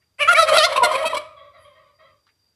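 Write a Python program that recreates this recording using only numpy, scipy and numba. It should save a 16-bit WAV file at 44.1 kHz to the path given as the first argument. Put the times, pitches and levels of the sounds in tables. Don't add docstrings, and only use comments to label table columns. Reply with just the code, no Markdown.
import sys
import numpy as np
from scipy import signal
from scipy.fft import rfft, irfft
from scipy.io import wavfile
from scipy.ndimage import uniform_filter1d
from numba import njit

SR = 44100
rng = np.random.default_rng(int(sys.argv[2]) if len(sys.argv) > 2 else 0)


def field_ratio(decibels):
    return 10 ** (np.asarray(decibels, dtype=float) / 20)


def inscribe(sig):
    pcm = np.round(np.clip(np.atleast_2d(sig).T, -1, 1) * 32767)
    wavfile.write(sys.argv[1], SR, pcm.astype(np.int16))


N = 112454
t = np.arange(N) / SR

# frequency [Hz], level [dB per Hz].
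HUM_SPECTRUM = [(18, -50.5), (30, -23.5), (86, -2), (236, -26.5), (450, -21), (580, -54), (990, -120)]
# frequency [Hz], level [dB per Hz].
AIR_SPECTRUM = [(18, -34.5), (30, 2), (4400, -18.5), (4750, -10), (5270, -18), (14000, -22.5)]
# frequency [Hz], width [Hz], level [dB].
INSECT_LINES = [(4745, 130, -72), (5700, 70, -88), (3700, 90, -88)]
# start [s], length [s], level [dB], centre [Hz].
RUSTLES = [
    (0.006, 0.0176, -68.5, 2100),
    (1.552, 0.078, -64.5, 10330),
    (2.265, 0.0022, -64, 3530),
    (2.266, 0.003, -58.5, 1300),
    (2.285, 0.0045, -59.5, 2000),
]
# centre [Hz], width [Hz], level [dB] with closed beak, level [dB] with open beak.
THROAT = [(620, 200, -12.5, 4), (1300, 379, -8.5, -2), (2200, 390, -15.5, 5.5), (3130, 390, -20, -8),
          (4010, 990, -31, -2), (5840, 580, -46.5, -20), (8030, 1400, -38, -11.5), (10360, 1300, -34, -13),
          (12500, 3700, -55, -25.5), (218, 130, -30, -24.5)]
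# time [s], level [dB], pitch [Hz], beak opening [0-1],
# mouth resonance [Hz].
LEAD_FIRST_RUN = [
    [(.182, -52, 471.6, 0.94, 2200), (.2, -25, 548.6, 0.28, 2473), (.212, -15.5, 600, 0.1, 2575),
     (.234, -14, 584.7, 0.2, 2527), (.241, -25, 544, 0.2, 2400), (.25, -21, 587, .2, 2300),
     (.272, -23, 584.5, 0.2, 2252)],
    [(.274, -20.5, 634.3, 0, 1300), (.291, -4, 674.5, 0, 1300), (.302, -11.5, 697, 0.3, 1600),
     (.318, -11, 718, 0.35, 1750), (.326, -20, 677, 0.75, 1490), (.334, -13.5, 641, 0.94, 850),
     (.342, -24.5, 640, 0.5, 1300)],
    [(.344, -18, 537.6, 0.1, 2150), (.356, -12, 571.2, 0.44, 2300), (.368, -14.5, 608.5, 0.48, 2300),
     (.378, -14, 645, 0.37, 1630), (.397, -5, 665.7, 0.24, 1364), (.415, -15, 656.8, 0.55, 1300),
     (.432, -10.5, 639.5, 0.7, 640), (.455, -26.5, 600, 0.7, 640)],
]
LEAD_SECOND_RUN = [
    [(.468, -29, 647.3, 0.3, 1437), (.49, -13.5, 640, 0.47, 1336), (.515, -20, 603.4, 0.4, 699),
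     (.544, -11.5, 672, 0.8, 718), (.556, -20, 685, 0.64, 1327), (.568, -9, 683, 0.3, 1034),
     (.575, -9, 614, .9, 1356)],
    [(.578, -14.5, 665.5, .7, 3990), (.587, -6.5, 640, 1, 4101), (.595, -14, 618.5, 0.5, 3297),
     (.605, -13.5, 607.5, 0.45, 2885), (.622, -14, 606, 0.3, 2850), (.636, -11.5, 641.6, 0.57, 3289),
     (.652, -10, 716, 0.9, 3995), (.672, -30, 686, 1, 3940)],
]
LEAD_ROUGH = [.07, .04, .04, .18, .02]
# level [dB], width [Hz], lift [dB] of the 3, 4 and 6 kHz resonances.
LEAD_MOUTH = [(0.5, 580, 0, -8.5, -7.5), (3.5, 630, 0, -7.5, -2.5), (2.5, 360, -6, 4.5, 3.5),
              (2.5, 670, 2, -1, -6.5), (-5.5, 1300, -2, 3.5, -6)]
# time [s], level [dB].
FLOCK_LEVEL = [(0.191, -39.5), (.3, -29), (.41, -23), (.46, -17), (0.559, -18), (.595, -28.5), (.635, -28),
               (0.681, -20), (.85, -20), (1.0, -25), (1.16, -24), (1.36, -67)]
FLOCK_PITCH = [560, 600, 640]
# start [s], length [s], level
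# [dB], pitch [Hz], mouth resonance [Hz].
CLEAR_SQUAWKS = [(.322, .014, -22, 669.6, 3380), (.486, 0.014, -22, 691.6, 4200),
                 (.505, 0.017, -29, 651, 3040), (.545, 0.015, -21, 663, 4030),
                 (.569, 0.0058, -22, 662, 3900), (.826, 0.034, -12, 715.7, 2000),
                 (.972, 0.027, -30, 645, 1970), (1.018, .013, -36, 660, 1930),
                 (1.046, 0.035, -20, 644.6, 2390), (1.088, 0.031, -31, 649, 2040),
                 (1.160, 0.02, -20.5, 586.6, 2340)]
HOARSE_SQUAWKS = [
    (.418, 0.0063, -36, 561.6, 3300),
    (.468, .012, -24, 600, 2400),
    (.718, 0.015, -26, 620, 4270),
    (.754, 0.024, -16.5, 615, 2610),
    (.905, 0.042, -30.5, 600, 3240),
    (.945, 0.018, -20.5, 620, 2390),
    (1.138, 0.017, -25.5, 560, 3230),
    (1.195, 0.023, -44, 560, 3300),
]
# start [s], length [s], level [dB], pitch [Hz].
GULPS = [(0.662, 0.011, -19, 536), (0.694, 0.016, -33.5, 547), (0.755, 0.0069, -15, 530),
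         (.773, 0.015, -12, 539), (.798, 0.015, -23.5, 539), (0.817, 0.017, -8.5, 492),
         (0.854, 0.018, -28, 477), (.865, 0.0088, -18.5, 549), (.908, 0.0096, -17, 527),
         (.918, 0.014, -25, 313), (.716, 0.012, -25.5, 308), (0.939, 0.023, -20, 506),
         (1.037, 0.014, -21.5, 479), (1.128, 0.0041, -13.5, 506), (1.142, 0.02, -25.5, 491.6),
         (1.164, 0.0093, -20, 554)]
# centre [Hz], width [Hz], level [dB].
GULP_THROAT = [(540, 150, -14), (1020, 150, 0), (2300, 700, -30), (3200, 800, -34)]
# start [s], length [s], level [dB], pitch [Hz], mouth resonance [Hz].
FAR_CALLS = [(1.236, 0.1, -41, 620, 1340), (1.29, 0.1, -51.5, 575, 2540), (1.36, 0.11, -44, 563, 3360),
             (1.37, 0.1, -50, 643, 2090), (1.43, 0.085, -49, 571.5, 1177), (1.53, 0.12, -48.5, 640, 1925),
             (1.54, 0.095, -50, 538, 3090), (1.635, 0.12, -47, 551, 3154),
             (1.745, 0.1473, -53, 624.3, 1953), (1.75, 0.14, -54, 525.5, 3110),
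             (1.982, 0.11, -50, 640, 1938), (1.99, 0.11, -51, 560, 3150)]
# centre [Hz], width [Hz], level [dB].
FAR_THROAT = [(600.4, 90, 0), (1114, 240, 0), (1981, 86, -10.5), (2300, 293, -11), (3404, 560, -27),
              (3868, 560, -23)]


def unit(x):
    return x / np.sqrt(np.mean(x ** 2))


def walk(rate, size=N):
    k = int(SR / rate)
    steps = np.repeat(rng.standard_normal(size // k + 1), k)
    return 1.3 * uniform_filter1d(uniform_filter1d(steps, k), k)[:size]


def coloured(points):
    hz, db = np.array(points).T
    f = np.arange(N // 2 + 1) * SR / N + 1
    gain = field_ratio(np.interp(np.log(f), np.log(hz), db))
    return unit(irfft(rfft(rng.standard_normal(N)) * gain, N))


@njit
def svf(x, hz, width):
    y, b, l = np.empty(len(x)), 0., 0.
    for i in range(len(x)):
        g, k = np.tan(np.pi * hz[i] / SR), width / hz[i]
        v = (b + g * (x[i] - l)) / (1 + g * (g + k))
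        b, l, y[i] = 2 * v - b, l + 2 * g * v, k * v
    return y


def ring(x, hz, width):
    hz = hz + np.zeros(len(x))
    width = 1. * width
    return svf(svf(x, hz, width), hz, width)


def shape(u, length, attack_s, release_s):
    return np.clip(u / attack_s, 0, 1) ** 2 * np.exp(-np.clip(u - length, 0, None) / release_s)


def add(out, start, x):
    i = int(start * SR)
    out[i:i + len(x)] += x[:N - i]


def hum(birds):
    gate_s, hum_db, rise_per_db = 0.016, -45.5, 0.38
    calls_db = 10 * np.log10(uniform_filter1d(birds ** 2, int(gate_s * SR)) + 1e-8)
    return coloured(HUM_SPECTRUM) * field_ratio(hum_db + rise_per_db * calls_db)


def rustles():
    out = np.zeros(N)
    for s, length, db, hz in RUSTLES:
        burst = unit(ring(rng.standard_normal(N), hz, 0.6 * min(hz, 4000)))
        out += burst * field_ratio(db) * shape(t - s, length, length, 0.0144 + 0.41 * length)
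    return out


def insect():
    out = np.zeros(N)
    ducking_db = np.interp(t, [1.2, 2.2], [-5, 0])
    for hz, width, db in INSECT_LINES:
        line = unit(ring(rng.standard_normal(N), hz, width))
        out += line * field_ratio(db + 1.4 * walk(25) + ducking_db)
    return out


def background(birds):
    return hum(birds) + coloured(AIR_SPECTRUM) * field_ratio(-73) + insect() + rustles()


def voice(hz, rough, opening, throat, mouth=None):
    n = len(hz)
    jitter, breath_db, hiss_db, shimmer_db, patchy_db = .12, 4, -3, 5, 2
    blur = .018 + .25 * rough
    phase = 2 * np.pi * np.cumsum(hz * (1 + jitter * rough * walk(300, size=n))) / SR
    pulses = np.zeros(n)
    for k in range(1, 27):
        partial = np.cos(k * phase + blur * k * walk(700, size=n)) * (k * hz < 15000)
        pulses += partial * field_ratio(patchy_db * min(k / 4, 1.5) * walk(60, size=n))
    noise = (1 + np.cos(phase)) * rng.standard_normal(n)
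    source = pulses + field_ratio(breath_db) * 3 * rough * noise + field_ratio(hiss_db) * 3 * np.gradient(noise)
    out = np.zeros(n)
    for k, (centre, width, shut_db, *open_db) in enumerate(throat):
        wide_db = open_db[0] if open_db else shut_db
        gain = field_ratio(shut_db + (wide_db - shut_db) * np.clip(opening, 0, 1.3))
        out += (-1) ** k * gain * ring(source, centre, 1.2 * width)
    if mouth:
        mouth_hz, mouth_db, mouth_width = mouth
        out = out + field_ratio(mouth_db) * ring(source, mouth_hz, mouth_width)
    out = out / np.sqrt(uniform_filter1d(out ** 2, 400) + 1e-9)
    return out * field_ratio(shimmer_db * rough * walk(150, size=n))


def lead():
    out = np.zeros(N)
    for rows, rough, mouth in zip(LEAD_FIRST_RUN + LEAD_SECOND_RUN, LEAD_ROUGH, LEAD_MOUTH):
        s, db, hz, opening, mouth_hz = np.array(rows).T
        mouth_db, mouth_width, *lifts = mouth
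        lifted = [(f, w, shut + lift, wide + lift) for (f, w, shut, wide), lift in zip(THROAT[3:], lifts)]
        throat = THROAT[:3] + lifted + THROAT[6:]
        u = np.arange(s[0], s[-1] + .03, 1 / SR)
        at = lambda v: uniform_filter1d(np.interp(u, s, v), 300)
        note = voice(at(hz), rough, at(opening), throat, (at(mouth_hz), mouth_db, mouth_width))
        add(out, s[0], note * field_ratio(at(db)) * shape(u - s[0], s[-1] - s[0], 0.0025, 0.001))
    return out


def flock():
    s, db = np.array(FLOCK_LEVEL).T
    throat = [(643, 290, 0.014, 0.00083)] + THROAT[1:]
    birds = np.zeros(N)
    for hz in FLOCK_PITCH:
        birds += voice(hz * (1 + .03 * walk(14)), 0.23, .2, throat) * field_ratio(5.3 * walk(35))
    return unit(birds) * field_ratio(-3.5 + np.interp(t, s, db, -90, -90))


def notes(rows, rough, throat, opening, attack_s, release_s, fade_db, wobble, mouth_db=0, rise=0):
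    arch, mouth_width_hz = .03, 350
    out = np.zeros(N)
    for s, length, db, hz, *mouth_hz in rows:
        u = np.arange(0, length + .1, 1 / SR)
        done = np.clip(u / length, 0, 1)
        bend = rise * (done - .5) - arch * (2 * done - 1) ** 2
        pitch = hz * (1 + bend + wobble * walk(70, size=len(u)))
        mouth = (mouth_hz[0], mouth_db, mouth_width_hz) if mouth_hz else None
        call = voice(pitch, rough, opening, throat, mouth)
        add(out, s, call * field_ratio(db + fade_db * u / length) * shape(u, length, attack_s, release_s))
    return out


def squawks():
    beak = THROAT[:2] + [(2400, 420, -5.5)] + THROAT[3:]
    cries = np.zeros(N)
    for rows, rough in [(CLEAR_SQUAWKS, .1), (HOARSE_SQUAWKS, .42)]:
        cries += notes(rows, rough, beak, 0.83, attack_s=.011, release_s=0.0054, fade_db=-2.5,
                       wobble=.012, mouth_db=2.5)
    effort = 10 * uniform_filter1d(abs(cries), 400)
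    return cries + field_ratio(-40.5) * effort * unit(ring(rng.standard_normal(N), 290, 250))


def gulps():
    return notes(GULPS, .13, GULP_THROAT, 0, attack_s=0.006, release_s=0.0054, fade_db=0,
                 wobble=.015, rise=.05)


def far_birds():
    return notes(FAR_CALLS, 0.155, FAR_THROAT, 0, attack_s=0.0076, release_s=0.073, fade_db=-9,
                 wobble=.032, mouth_db=-10.5)


def yard(x, t60):
    u = t[:SR // 2]
    dull = signal.sosfilt(signal.butter(1, 4500, fs=SR, output="sos"), x)
    echoes = unit(rng.standard_normal(len(u))) * np.exp(-np.log(1000) * u / t60)
    return signal.fftconvolve(dull, echoes * np.sqrt(14 / t60 / SR))[:N]


def treble(x):
    return signal.sosfilt(signal.butter(8, 6100, "high", fs=SR, output="sos"), x)


def scene():
    near = lead() + flock() + squawks() + gulps()
    far = far_birds()
    birds = near + field_ratio(-10) * yard(near, 0.39) + 0.25 * far + 1.15 * yard(far, 0.2)
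    mid = birds + background(birds)
    side = field_ratio(-13) * treble(treble(mid) * unit(walk(900)))
    return np.array([mid + side, mid - side])


def top_cut(x):
    return signal.sosfilt(signal.butter(12, 14820, fs=SR, output="sos"), x)


def record(dry):
    limit = 0.88
    mid = dry.mean(axis=0)
    rounded = dry - mid + limit * np.tanh(mid / limit)
    x = signal.sosfilt(signal.butter(3, 70, "high", fs=SR, output="sos"), rounded)
    x = signal.sosfilt(signal.ellip(8, .5, 60, 14300, fs=SR, output="sos"), x)
    return top_cut(x)


dry = scene()
out = record(dry)
inscribe(out)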